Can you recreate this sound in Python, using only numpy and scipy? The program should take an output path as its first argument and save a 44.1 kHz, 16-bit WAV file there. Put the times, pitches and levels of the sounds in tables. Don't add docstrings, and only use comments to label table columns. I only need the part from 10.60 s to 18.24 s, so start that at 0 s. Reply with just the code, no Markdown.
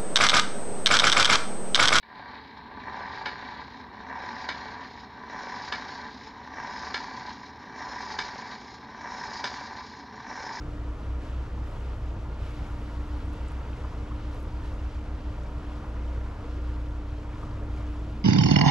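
import sys
import numpy as np
from scipy import signal
from scipy.fft import rfft, irfft, next_fast_len
from scipy.io import wavfile

SR = 44100
rng = np.random.default_rng(int(sys.argv[2]) if len(sys.argv) > 2 else 0)


def unload_audio(sound):
    columns = np.transpose(np.atleast_2d(sound))
    steps = np.round(np.clip(columns, -1, 1) * 32767)
    wavfile.write(sys.argv[1], SR, steps.astype(np.int16))


N = 336924
TIME = np.arange(N) / SR

# (time [s], crankshaft rate [turns/s])
ENGINE_SPEED = [(0.0, 29.7), (0.95, 29.91), (1.2, 30.02), (1.5, 30.14), (1.9, 29.79), (2.33, 29.53),
                (2.68, 29.89), (3.05, 29.74), (3.45, 29.87), (3.8, 29.84), (4.4, 29.95), (4.95, 29.72),
                (5.6, 29.75), (6.05, 30.0), (6.45, 29.7), (6.9, 29.91), (7.3, 29.84), (7.64, 29.85)]
# (multiple of crankshaft rate [ratio], level [dB], unsteadiness [share of level])
ENGINE_HUM = [(1, -40.3, .1), (1.5, -61, .3), (2, -36.2, .03), (2.5, -62, .3), (3, -51, .45),
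              (3.5, -57, .4), (4, -52.5, .35), (5, -58.5, .4), (9, -62, .6), (11, -61, .5), (20, -66.5, .5)]
# (time [s], level before the throb [dB])
PANEL_LEVEL = [(0.0, -48), (0.15, -46.5), (0.48, -52), (0.63, -48), (0.86, -57), (1.0, -51), (1.28, -59),
               (1.55, -51), (1.8, -58), (1.93, -47.5), (2.4, -48), (2.72, -45.5), (3.03, -53.5),
               (3.55, -46.5), (4.0, -50.5), (4.72, -48), (4.81, -58), (4.92, -50), (5.2, -46.5),
               (5.35, -52), (6.05, -46.5), (6.3, -48.5), (6.6, -45.7), (7.64, -47)]
PANEL_THROB = .25
# (time [s], level [dB])
WHINE_LEVEL = [(0.0, -61), (0.9, -62), (2.1, -53), (3.3, -59), (4.0, -56), (5.1, -53), (5.8, -54.5),
               (6.3, -80), (6.8, -58), (7.64, -51.5)]
WHINE_ORDER = 7.41
# (time [s], level [dB])
PROPELLER_LEVEL = [(0, -41), (0.7, -56), (1.4, -44), (2.0, -45), (3.3, -54), (4.3, -39.5), (4.8, -50),
                   (5.3, -41.5), (5.75, -53), (6.3, -43), (7.64, -46)]
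BLADE_ORDER, BLADE_OCTAVE_DB = 1.67, -52.5
# (time [s], firing rate [Hz], level [dB])
FERRY_ENGINE = [(0.0, 64.22, -44), (0.2, 62.69, -42), (0.5, 63.63, -36), (0.9, 64.44, -37),
                (1.15, 62.8, -41), (1.45, 65.82, -40.5), (1.8, 65.39, -48), (2.2, 67.37, -45),
                (2.5, 65.79, -36.5), (2.9, 67.07, -37.5), (3.4, 66.37, -40.5), (3.9, 66.93, -40.5),
                (4.5, 66.94, -39.5), (4.95, 66.48, -43), (5.15, 64.4, -42), (5.35, 61.4, -41),
                (5.65, 61.15, -31), (6.0, 60.93, -36), (6.5, 60.13, -49), (6.85, 60.84, -40),
                (7.15, 60.83, -38.5), (7.64, 60.64, -45)]
# (multiple of firing rate [ratio], level [dB], unsteadiness [share of level])
FERRY_OVERTONES = [(1.5, -55, .6), (2, -59, .6), (2.5, -59, .6), (4, -63, .5)]
# (time [s], level [dB])
BURBLE_LEVEL = [(0, -39.5), (2.9, -40.5), (3.8, -40), (6.3, -40.5), (6.85, -39), (7.64, -40.5)]

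# (time [s], level [dB])
RUSH_LEVEL = [(0, -48.5), (1.5, -48.5), (3.3, -48), (4.3, -48.5), (5.3, -48), (5.8, -48), (6.5, -50),
              (6.9, -48), (7.64, -49.6)]
# (pitch [Hz], relative level [dB], time to fall by 60 dB [s])
HULL_MODES = [(488, -0.5, 0.11), (586, -6.5, 0.027), (933, -0.5, 0.17), (1183, 3.5, 0.023),
              (1400, -1.5, 0.085), (1638, -6.5, 0.14)]
# (time [s], spray level [dB], foam level [dB], decay time constant [s])
BOW_WAVES = [(0.58, -59, -96, 0.17), (1.01, -59, -74, 0.24), (1.77, -58, -73, 1), (2.421, -61, -79, 0.91),
             (2.80, -66, -82, 0.99), (3.68, -61, -73, 0.24), (3.99, -57, -77, 0.14), (4.62, -65, -84, 1),
             (5.0, -64, -82, 0.5), (5.62, -62.5, -90, 0.47), (6.72, -61, -84, 0.51),
             (7.07, -61.5, -79, 0.37)]
WAVE_RISE_S, WAVE_CHURN_DB = 0.069, 3.5
SPRAY_DB, FOAM_DB, SPRAY_WAVER_DB = -60, -79, 0.6
# (time [s], peak level [dB], pitch of trapped air [Hz], pitch spread [octaves])
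HULL_SLAPS = [(1.651, -42, 970, 0.3), (3.238, -37, 1110, 0.49), (3.32, -41, 1060, 0.35),
              (3.382, -41, 520, 0.83), (4.045, -47, 1290, 0.42), (5.24, -41, 1050, 0.5),
              (6.826, -37, 1020, 0.48), (6.868, -43, 1120, .3)]
# (time [s], peak level [dB], starting pitch [Hz])
SINGLE_BUBBLES = [(3.131, -47, 2980), (3.131, -47, 2480), (3.240, -40, 956), (3.241, -43, 1216),
                  (3.509, -40, 1055), (3.519, -46, 1210), (4.775, -45, 900), (5.14, -48, 975),
                  (5.745, -47, 416), (5.838, -43, 465), (5.85, -44, 317), (5.925, -50, 507),
                  (5.965, -46, 354), (6.738, -47, 955), (6.756, -49, 995), (6.78, -45, 425),
                  (7.004, -45, 408)]
BUBBLE_CYCLES, BUBBLE_RISE = 5.1, 0.0047
# (time [s], peak level before panning [dB], pitch [Hz], pitch spread [octaves])
WATER_DROPS = [(1.37, -71.5, 9500, .4), (2.476, -61, 7500, .4), (2.657, -63, 9000, .4),
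               (2.731, -58, 10000, .5), (2.881, -52, 7550, .4), (2.918, -59, 9500, .3),
               (3.745, -59, 9500, .5), (3.8, -61, 10500, 0.44), (3.826, -59, 10400, .5),
               (4.344, -63, 8000, .6), (4.833, -62, 7000, 0.37)]

# (frequency [Hz], relative density [dB per Hz])
RUMBLE_SPECTRUM = [(14, -21), (24, -9.5), (37, -8.5), (50, -3.5), (62, -2.5), (77, -5.5), (96, -1),
                   (112, -6), (140, -12), (158, -12.5), (175, -15.5), (250, -16.5), (340, -17.5),
                   (500, -38.5), (900, -67)]
# (frequency [Hz], relative density [dB per Hz])
WASH_SPECTRUM = [(150, -35), (300, -16.5), (420, 1.5), (520, 1), (680, -2), (850, -4), (940, -0.5),
                 (1130, -6), (1400, -5.5), (1600, -11.5), (2200, -17), (4000, -39)]
# (frequency [Hz], relative density [dB per Hz])
SPRAY_SPECTRUM = [(700, -20), (1600, 0), (2200, 1.5), (3000, 1.5), (4000, -3.5), (5500, -7.5), (7600, -15),
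                  (8600, -22.5), (11000, -23), (14000, -46)]
# (frequency [Hz], relative density [dB per Hz])
FIZZ_SPECTRUM = [(3000, -32), (6000, 4.5), (8000, 3.5), (9000, 0), (10500, 0), (11500, -1), (13000, 1.5),
                 (14200, -17)]
# (frequency [Hz], left-right likeness [0 to 1])
STEREO_LIKENESS = [(60, 1), (170, 1), (350, 0.98), (520, 0.98), (720, 0.91), (1400, 0.91), (2000, 0.74),
                   (3000, 0.74), (5600, 0.78), (8600, 0.48), (10500, 1), (12700, .1)]
# (frequency [Hz], phase lead of the left one [radians])
LEFT_LEAD = [(150, -.005), (420, -0.12), (700, -0.36), (1250, -0.47), (2000, -0.72), (3000, -0.89),
             (5000, -0.73), (7000, -0.28)]
CUTOFF_HZ = 14200


def from_db(db):
    return 10 ** (np.asarray(db) / 20)


def rms_one(x):
    return x / np.sqrt(np.mean(x ** 2) + 1e-20)


def in_time(rows):
    s, *columns = np.transpose(rows)
    return [np.interp(TIME, s, column) for column in columns]


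def at_hz(points, hz):
    f, value = np.transpose(points)
    return np.interp(np.log(hz + 1e-3), np.log(f), value)


def pan(left_db):
    return from_db(np.array([[.5], [-.5]]) * left_db)


def drift(rate_hz):
    step = 40
    count = N // step + 2
    pole = np.exp(-2 * np.pi * rate_hz * step / SR)
    noise = rng.standard_normal(count + 2000)
    slow = signal.lfilter([1], [1, -2 * pole, pole ** 2], noise)[2000:]
    return np.interp(np.arange(N) / step, np.arange(len(slow)), rms_one(slow))


def tone(turns, unsteady):
    waver = 1 + unsteady * (drift(1.94) + 1j * drift(2.6)) / np.sqrt(2)
    return rms_one(np.real(waver * np.exp(2j * np.pi * turns)))


def coloured(pair, spectrum, patchy_db):
    size = next_fast_len(N)
    hz = np.arange(size // 2 + 1) * SR / size
    in_band = (hz > spectrum[0][0] / 2) & (hz < spectrum[-1][0] * 2)
    mid, side = rfft(pair, size) * from_db(at_hz(spectrum, hz)) * in_band
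    alike = np.clip(at_hz(STEREO_LIKENESS, hz), 0, 1)
    both = np.sqrt(1 + alike) * mid + np.sqrt(1 - alike) * side * [[1], [-1]]
    octave = np.log2(hz + 1)
    out = 0
    for k in range(4, 15):
        share = np.maximum(1 - abs(octave - k), 0)
        band = irfft(both * share, size)[:, :N]
        out = out + band * from_db(patchy_db * drift(11.0))
    return rms_one(out)


def grains(per_s, spread_db):
    excess = np.minimum(rng.exponential(1, (2, N)), 4)
    sizes = from_db(spread_db * excess) * rng.choice([-1, 1], (2, N))
    return sizes * (rng.random((2, N)) < per_s / SR)


def ring(clicks, hz, t60):
    r = from_db(-60 / (t60 * SR))
    w = 2 * np.pi * hz / SR
    return signal.lfilter([0, np.sin(w)], [1, -2 * r * np.cos(w), r * r], clicks + 1e-18)


def bursts(rows, rise_s, decay_s):
    out = np.zeros(2 * N)
    t = TIME[:SR // 8]
    shape = (1 - np.exp(-t / rise_s)) * np.exp(-t / decay_s)
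    for s, peak_db, hz, octaves in rows:
        edges = np.minimum(hz * 2 ** (np.array([-.5, .5]) * octaves), SR / 2 - 1)
        band = signal.butter(2, edges, "band", fs=SR, output="sos")
        burst = shape * signal.sosfilt(band, rng.standard_normal(len(t)))
        at = round(s * SR)
        out[at:at + len(t)] += from_db(peak_db) * burst / abs(burst).max()
    return out[:N]


def engine_hum(turns):
    hum = 0
    for order, level_db, unsteady in ENGINE_HUM:
        smear = (order - 2) ** 2 / 4
        hum = hum + from_db(level_db) * tone(order * turns - smear, unsteady)
    return hum


def cabin_panel(turns, ferry_firings):
    beat = np.cos(2 * np.pi * (ferry_firings - 2 * turns))
    level = from_db(in_time(PANEL_LEVEL)[0])
    return level * (1 + PANEL_THROB * beat) * tone(10 * turns, unsteady=.07)


def drive_whine(turns):
    return from_db(in_time(WHINE_LEVEL)[0]) * tone(WHINE_ORDER * turns, unsteady=0.16)


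def propeller(turns):
    blades = BLADE_ORDER * turns
    beat = from_db(in_time(PROPELLER_LEVEL)[0]) * tone(blades, unsteady=.35)
    return beat + from_db(BLADE_OCTAVE_DB) * tone(2 * blades, unsteady=.6)


def ferry(firings):
    out = from_db(in_time(FERRY_ENGINE)[1]) * tone(firings, unsteady=.04)
    for multiple, level_db, unsteady in FERRY_OVERTONES:
        out = out + from_db(level_db) * tone(multiple * firings, unsteady)
    return out


def exhaust_burble():
    noise = rng.standard_normal((2, N))
    return from_db(in_time(BURBLE_LEVEL)[0]) * coloured(noise, RUMBLE_SPECTRUM, patchy_db=1.36)


def water_rush(turns):
    swell = 1 + 0.037 * np.cos(2 * np.pi * turns) + 0.014 * np.cos(2 * np.pi * 2 * turns)
    return swell * coloured(rng.standard_normal((2, N)), WASH_SPECTRUM, patchy_db=1.0)


def hull_ringing():
    modes = 0
    for hz, level_db, t60 in HULL_MODES:
        modes = modes + from_db(level_db) * rms_one(ring(rng.standard_normal(N), hz, t60))
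    return modes * pan(3.9) / np.sqrt(len(HULL_MODES))


def gurgle():
    clicks = grains(per_s=80, spread_db=2.5)[0]
    dealt = rng.integers(0, 28, N)
    pitches = np.geomspace(400, 1500, 28)
    return rms_one(sum(ring(clicks * (dealt == k), hz, 45 / hz) for k, hz in enumerate(pitches)))


def wash(turns, gain):
    mix = from_db(-0.06) * water_rush(turns) + from_db(-9.5) * hull_ringing() + from_db(-10.5) * gurgle()
    return gain * mix * pan(0.46)


def bow_waves():
    spray_power, foam_power = 0, 0
    for s, spray_db, foam_db, decay_s in BOW_WAVES:
        age = np.maximum(TIME - s, 0)
        build = np.minimum(age / WAVE_RISE_S, 1)
        shape = build * np.exp(-np.maximum(age - WAVE_RISE_S, 0) / decay_s)
        spray_power = spray_power + (from_db(spray_db) * shape) ** 2
        foam_power = foam_power + (from_db(foam_db) * shape) ** 2
    return spray_power, foam_power


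def tinkle():
    clicks = grains(per_s=450, spread_db=3.5)[0]
    dealt = rng.integers(0, 40, N)
    pitches = np.geomspace(1700, 7500, 40)
    return rms_one(sum(ring(clicks * (dealt == k), hz, 70 / hz) / hz for k, hz in enumerate(pitches)))


def spray(gain):
    patter = rng.standard_normal((2, N)) + 0.83 * rms_one(grains(per_s=2500, spread_db=0.0))
    hiss = coloured(patter, SPRAY_SPECTRUM, patchy_db=1.0)
    return gain * (hiss + from_db(-6.5) * tinkle()) * pan(-0.8)


def foam(gain):
    return gain * coloured(grains(per_s=7000, spread_db=3.0), FIZZ_SPECTRUM, patchy_db=-0.5) * pan(3.8)


def hull_slaps():
    return bursts(HULL_SLAPS, rise_s=0.0054, decay_s=0.0083)


def single_bubbles():
    out = np.zeros(2 * N)
    t = TIME[:SR // 4]
    for s, peak_db, hz in SINGLE_BUBBLES:
        cycles = hz * t
        age = cycles / BUBBLE_CYCLES
        swell = (age * np.exp(1 - age)) ** 2
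        rising = np.sin(2 * np.pi * cycles * (1 + BUBBLE_RISE * cycles / 2))
        at = round(s * SR)
        out[at:at + len(t)] += from_db(peak_db) * swell * rising
    return out[:N]


def water_drops():
    return bursts(WATER_DROPS, rise_s=0.002, decay_s=0.003) * pan(2.5)


def scene():
    turns = np.cumsum(in_time(ENGINE_SPEED)[0]) / SR
    firings = np.cumsum(in_time(FERRY_ENGINE)[0]) / SR
    own_boat = engine_hum(turns) + cabin_panel(turns, firings) + drive_whine(turns) + propeller(turns)
    engines = (own_boat + ferry(firings) + exhaust_burble()) * pan(0.029)

    spray_power, foam_power = bow_waves()
    wash_gain = np.sqrt(from_db(in_time(RUSH_LEVEL)[0]) ** 2 + from_db(WAVE_CHURN_DB) ** 2 * spray_power)
    spray_gain = np.sqrt(from_db(SPRAY_DB) ** 2 + spray_power) * from_db(SPRAY_WAVER_DB * drift(2.9))
    foam_gain = np.sqrt(from_db(FOAM_DB) ** 2 + foam_power)
    water = wash(turns, wash_gain) + spray(spray_gain) + foam(foam_gain)
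    return engines + water + hull_slaps() + single_bubbles() + water_drops()


def record(dry):
    size = next_fast_len(N + SR // 10)
    hz = np.arange(size // 2 + 1) * SR / size
    lead = at_hz(LEFT_LEAD, hz) * np.array([[.5], [-.5]])
    fade = np.minimum(np.minimum(TIME, TIME[::-1]) / .004, 1)
    pair = irfft(rfft(dry * fade, size) * np.exp(1j * lead), size)[:, :N]
    low_pass = signal.ellip(10, .2, 80, CUTOFF_HZ, fs=SR, output="sos")
    return signal.sosfilt(low_pass, pair)


dry = scene()
out = record(dry)
unload_audio(out)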